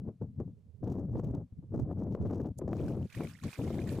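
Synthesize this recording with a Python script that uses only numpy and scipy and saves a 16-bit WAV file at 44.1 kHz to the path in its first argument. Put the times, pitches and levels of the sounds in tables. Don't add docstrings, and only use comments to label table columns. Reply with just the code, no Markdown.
import sys
import numpy as np
from scipy import signal
from scipy.fft import rfft, irfft
from scipy.io import wavfile
from scipy.ndimage import uniform_filter1d

SR = 44100
rng = np.random.default_rng(int(sys.argv[2]) if len(sys.argv) > 2 else 0)


def file_out(sig):
    cols = np.atleast_2d(sig).T
    lim = np.clip(cols, -1, 1)
    pcm = np.round(lim * 32767).astype(np.int16)
    wavfile.write(sys.argv[1], SR, pcm)


def makeup_ratio(level_db):
    decades = np.asarray(level_db, float) / 20
    return 10 ** decades


N = 176400

# f/Hz, relative density level/dB
TORN_WATER = [(650, -9.5), (1100, -6), (2490, -6.5), (2790, -9.5), (3490, -8.5), (6680, -13), (9140, -15.5),
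              (14800, -23), (16000, -41)]


def exposed_wind():
    # t/s, relative rumble level/dB
    gust_rows = [(0.0, -42.5), (0.06, -44.5), (0.08, -41), (0.14, -63), (0.19, -69.5), (0.22, -36.5),
                 (0.339, -59), (0.409, -36.5), (0.449, -52), (0.479, -40), (0.629, -76.5), (0.668, -55.5),
                 (0.718, -80), (0.808, -74), (0.828, -36.5), (0.918, -31.5), (1.018, -38), (1.038, -37),
                 (1.088, -41.5), (1.18, -31.5), (1.3, -35.5), (1.365, -33.5), (1.436, -44.5),
                 (1.476, -68.5), (1.51, -93), (1.526, -47.5), (1.554, -77), (1.585, -50), (1.63, -59.5),
                 (1.67, -62), (1.716, -45), (1.746, -31.5), (1.866, -41.5), (1.916, -33.5), (1.946, -39),
                 (2.035, -31.5), (2.095, -37.5), (2.185, -35.5), (2.27, -31), (2.454, -34), (2.515, -41.5),
                 (2.548, -71), (2.566, -49), (2.614, -44), (2.794, -28.5), (2.993, -33.5), (3.063, -40.5),
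                 (3.103, -96), (3.173, -34.5), (3.243, -40), (3.402, -63.5), (3.442, -35.5), (3.492, -39),
                 (3.552, -99), (3.592, -31), (3.986, -35)]
    # t/s, relative peak level/dB
    buffet_rows = [(0.083, -46.5), (0.212, -54), (0.400, -40.5), (0.826, -55), (0.872, -38.5),
                   (0.983, -38.5), (1.155, -47), (1.336, -47.5), (1.625, -61), (1.72, -56.5), (1.79, -33.5),
                   (1.912, -48), (2.11, -44.5), (2.149, -31.5), (2.252, -42), (2.3, -29.5), (2.398, -39.5),
                   (2.446, -35.5), (2.589, -49), (2.613, -39), (2.678, -33.5), (2.73, -29.5),
                   (3.205, -28.5), (3.576, -51)]
    # f/Hz, relative density level/dB
    rumble_spectrum = [(20, -21.5), (45, -12), (65, -3.5), (105, 5), (150, 3), (200, 0), (290, -10),
                       (420, -73.5)]
    # f/Hz, relative density level/dB
    flutter_spectrum = [(110, -13.5), (200, 0), (300, 3), (430, -3), (600, -10), (1200, -31), (1800, -46.5),
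                        (3500, -63.5), (7000, -95)]
    strong_db, flutter_db, growth = -34.5, -5, 2.3
    rise_s, buffet_t60_s = 0.0012, 0.1
    knock_db, knock_t60_s, tilt_db_per_octave = -4.5, 0.049, 2.5

    a, b, c = rng.standard_normal((3, N))
    gust_db = curve(gust_rows)
    rumble = colour(a * lumps(depth_db=2.5, lump_s=0.014), rumble_spectrum) * makeup_ratio(gust_db)

    steady_db = strong_db + flutter_db + growth * np.minimum(gust_db - strong_db, 4.0)
    stirred = makeup_ratio(steady_db) * lumps(depth_db=2.5, lump_s=0.017)
    stirred = stirred + makeup_ratio(3.0) * strikes(buffet_rows, rise_s, buffet_t60_s)
    flutter = colour(b * lumps(depth_db=3.0, lump_s=0.004), flutter_spectrum) * stirred

    bright = [(hz, db + tilt_db_per_octave * np.log2(hz)) for hz, db in flutter_spectrum]
    knocks = makeup_ratio(knock_db) * colour(c, bright) * strikes(buffet_rows, rise_s / 2, knock_t60_s)
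    return makeup_ratio(5.0) * (rumble + flutter + knocks)


def sheltered_wind():
    # t/s, relative level/dB
    lee_rows = [(0.0, -61.5), (0.14, -56), (0.19, -85), (0.3, -55.5), (0.45, -62), (0.68, -55.5),
                (0.8, -49.5), (1.03, -53), (1.14, -38.5), (1.25, -46.5), (1.36, -40), (1.49, -76),
                (1.54, -53), (1.84, -37.5), (1.93, -85), (2.09, -56), (2.26, -39), (2.43, -83), (2.79, -44),
                (3.28, -65)]
    # f/Hz, relative density level/dB
    lee_spectrum = [(20, -24), (45, -6.5), (85, 16), (150, 4), (215, 0.5), (300, -16.5), (430, -9),
                    (600, -30), (1200, -90)]
    eddies = rng.standard_normal(N) * lumps(depth_db=5.0, lump_s=0.029)
    return makeup_ratio(2.5) * colour(eddies, lee_spectrum) * makeup_ratio(curve(lee_rows))


def limiter(x):
    # multiple of buzz_hz, relative level/dB
    buzz_partials = [(.5, 0.5), (1, 2.5), (2, -8.5)]
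    ceiling_db, ratio, knee_db = -28.5, 8.0, -25.0
    look_ahead_s, grab_s, recover_db_per_s = 0.0007, 0.0036, 282
    buzz_hz, chatter_db = 5970, -78
    wander_step = 150

    t = np.arange(N) / SR
    over_db = np.maximum(20 * np.log10(abs(x) + 1e-9) - ceiling_db, 0) * (1 - 1 / ratio)
    recovery_db = recover_db_per_s * t
    held_db = np.maximum.accumulate(over_db + recovery_db) - recovery_db
    r = np.exp(-2 / (grab_s * SR))
    smooth_db = signal.lfilter([(1 - r) ** 2], np.convolve([1, -r], [1, -r]), held_db)
    gain = np.roll(makeup_ratio(-smooth_db), -round(look_ahead_s * SR))

    onset = np.gradient(uniform_filter1d(np.tanh(over_db / 8.0), size=12))
    grab = np.maximum(onset, 0) ** 1.5
    buzz = np.zeros(N)
    for multiple, db in buzz_partials:
        wander = rng.standard_normal(N // wander_step + 2)
        drift_db = 4.6 * np.interp(t, np.arange(len(wander)) * wander_step / SR, wander)
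        phase = np.repeat(wander.cumsum(), wander_step)[:N]
        buzz += makeup_ratio(db + drift_db) * np.sin(2 * np.pi * multiple * buzz_hz * t + phase)
    rasp = colour(rng.standard_normal(N), [(800, -19), (1500, -14.0), (12500, -22.0), (15000, -18)])
    chatter = grab * (evened(buzz) + makeup_ratio(-1.5) * rasp)

    limited = makeup_ratio(knee_db) * np.tanh(x * gain / makeup_ratio(knee_db))
    return limited + makeup_ratio(chatter_db) * evened(chatter)


def spray():
    # t/s, relative spray level/dB
    thrash_rows = [(2.6, -112), (2.79, -71), (2.83, -73.5), (2.88, -72), (2.97, -78.5), (3.08, -76.5),
                   (3.14, -65), (3.28, -61.5), (3.4, -73.5), (3.48, -60.5), (3.7, -65.5), (3.86, -67.5),
                   (3.89, -57.5), (4, -66.5)]
    drops_per_s, drops_db, drop_spread_db = 450, -1.0, 5
    sizes = 24

    drops = np.zeros((2, N))
    for hz in np.geomspace(1200, 9000, num=sizes):
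        t = np.arange(0, 10.2 / hz, 1 / SR)
        envelope = np.sin(np.pi * t / t[-1]) ** 2 * np.exp(-t * hz / 5.5)
        grain = envelope * np.sin(2 * np.pi * hz * t * (1 + 0.053 * t / t[-1]))
        strength_db = drop_spread_db * np.minimum(rng.exponential(size=(2, N)), 4)
        hits = (rng.random((2, N)) < drops_per_s / sizes / SR) * makeup_ratio(strength_db)
        drops += signal.oaconvolve(hits, grain[None] * np.sqrt(hz), axes=1)[:, :N]
    drops = colour(drops, [(1200, -3.5), (2500, 2), (4000, -7.5), (9000, -7.5)])

    hiss = colour(patchy(depth_db=1.5) * lumps(depth_db=1.0, lump_s=0.013), TORN_WATER)
    a, b = hiss + makeup_ratio(drops_db) * drops
    return makeup_ratio(5.0) * pair(a, b) * makeup_ratio(curve(thrash_rows))


def slaps():
    # t/s, relative peak level/dB, starting cavity f/Hz
    slap_rows = [(2.881, -50, 1500), (3.100, -56, 2550), (3.125, -50, 2370), (3.148, -47, 1840),
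                 (3.2106, -51, 2340), (3.2335, -48.5, 2240), (3.4352, -44.5, 1087), (3.48, -51.5, 2430),
                 (3.529, -43, 2480), (3.615, -62, 2330), (3.676, -51, 2140), (3.817, -49, 2410),
                 (3.872, -51, 1860), (3.898, -53, 2360)]
    rise_s, t60_s, burst_db = 0.0004, 0.027, -7
    glide = 0.035

    t, rings = np.arange(3000) / SR, np.zeros(N + 3000)
    shape = (1 - np.exp(-t / rise_s)) * makeup_ratio(-60 * t / t60_s)
    shape = shape / shape.max()
    for s, db, hz in slap_rows:
        i = round(s * SR)
        tone = np.sin(2 * np.pi * hz * t * (1 + glide * t / t60_s))
        rings[i:i + len(t)] += makeup_ratio(db) * shape * tone

    burst = makeup_ratio(burst_db) * strikes(slap_rows, rise_s=0.0006, t60_s=0.071)
    a, b = colour(patchy(depth_db=2.5), TORN_WATER) * burst
    return pair(a, b) + rings[:N] * makeup_ratio([[-1.5], [1.5]])


def spits():
    # start t/s, length t/s, relative level/dB
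    spit_rows = [(2.581, 0.015, -60.5)]
    # f/Hz, relative density level/dB
    spit_spectrum = [(1760, -65), (3000, -11), (7100, 10), (11700, 0), (14300, -6), (16000, -33)]
    noise = colour(rng.standard_normal((2, N)), spit_spectrum)
    a, b = noise * spans(spit_rows, edge_s=0.014) * lumps(depth_db=7.5, lump_s=0.0019)
    return pair(a, b)


def air():
    # f/Hz, relative density level/dB
    air_spectrum = [(270, -11.5), (350, -7), (480, -3), (700, -13), (1500, -24.5), (3000, -26.5),
                    (9700, -32), (16000, -41)]
    air_db = -79.5
    a, b = colour(rng.standard_normal((2, N)), air_spectrum)
    return makeup_ratio(air_db) * np.array([makeup_ratio(0.5) * (0.41 * a + 0.71 * b), a])


def pair(a, b):
    # f/Hz, left-right correlation [0 to 1]
    likeness = [(1000, 1), (2500, 0.57), (5000, 0.1), (9000, 0.64)]
    # f/Hz, level/dB
    left_balance = [(1300, -7.5), (2400, -3.5), (4400, -7.5), (8000, -4), (15000, 2.5)]
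    hz = np.fft.rfftfreq(N, 1 / SR)
    same = np.clip(read(likeness, hz), 0, 1)
    left = same * rfft(a) + np.sqrt(1 - same ** 2) * rfft(b)
    return np.array([irfft(left * makeup_ratio(read(left_balance, hz)), N), a])


def patchy(depth_db):
    z = signal.stft(rng.standard_normal((2, N)), nperseg=256, noverlap=192)[2]
    field = rng.standard_normal(z.shape[1:])
    small = evened(uniform_filter1d(uniform_filter1d(field, size=6, axis=0), size=6, axis=1))
    large = evened(uniform_filter1d(uniform_filter1d(field[::-1], size=30, axis=0), size=16, axis=1))
    z = z * makeup_ratio(depth_db * (small + 1.33 * large))
    return evened(signal.istft(z, nperseg=256, noverlap=192)[1][:, :N])


def strikes(rows, rise_s, t60_s):
    t, hits = np.arange(8000) / SR, np.zeros(N)
    for row in rows:
        hits[round(row[0] * SR)] = makeup_ratio(row[1])
    shape = (1 - np.exp(-t / rise_s)) * makeup_ratio(-60 * t / t60_s)
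    return signal.oaconvolve(hits, shape / shape.max())[:N]


def spans(rows, edge_s):
    t, gain = np.arange(N) / SR, np.zeros(N)
    for s, length, db in rows:
        inside_s = np.minimum(t - s, s + length - t)
        gain += makeup_ratio(db) * np.clip(inside_s / edge_s + 0.5, 0, 1)
    return gain


def lumps(depth_db, lump_s):
    size = max(round(lump_s * SR), 2)
    smooth = uniform_filter1d(uniform_filter1d(rng.standard_normal(N), size), size)
    return evened(makeup_ratio(depth_db * evened(smooth)))


def colour(x, spectrum):
    n = x.shape[-1]
    weight = makeup_ratio(read(spectrum, np.fft.rfftfreq(n, 1 / SR)))
    return evened(irfft(rfft(x) * weight, n))


def curve(rows):
    s, db = np.transpose(rows)
    return np.interp(np.arange(N) / SR, s, db)


def read(points, hz):
    f, value = np.transpose(points)
    return np.interp(np.log(hz + 1), np.log(f + 1), value)


def evened(x):
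    return x / np.sqrt(np.mean(x ** 2) + 1e-20)


def scene():
    crossfeed_db, lee_leak_db = -3, -14
    exposed = limiter(exposed_wind())
    lee = sheltered_wind()
    ports = np.array([exposed + makeup_ratio(lee_leak_db) * lee, makeup_ratio(crossfeed_db) * exposed + lee])
    return ports + spray() + slaps() + spits() + air()


def band_limit(x):
    return signal.sosfilt(signal.butter(12, 16230, fs=SR, output="sos"), x)


def record(dry):
    return band_limit(dry)


dry = scene()
out = record(dry)
file_out(out)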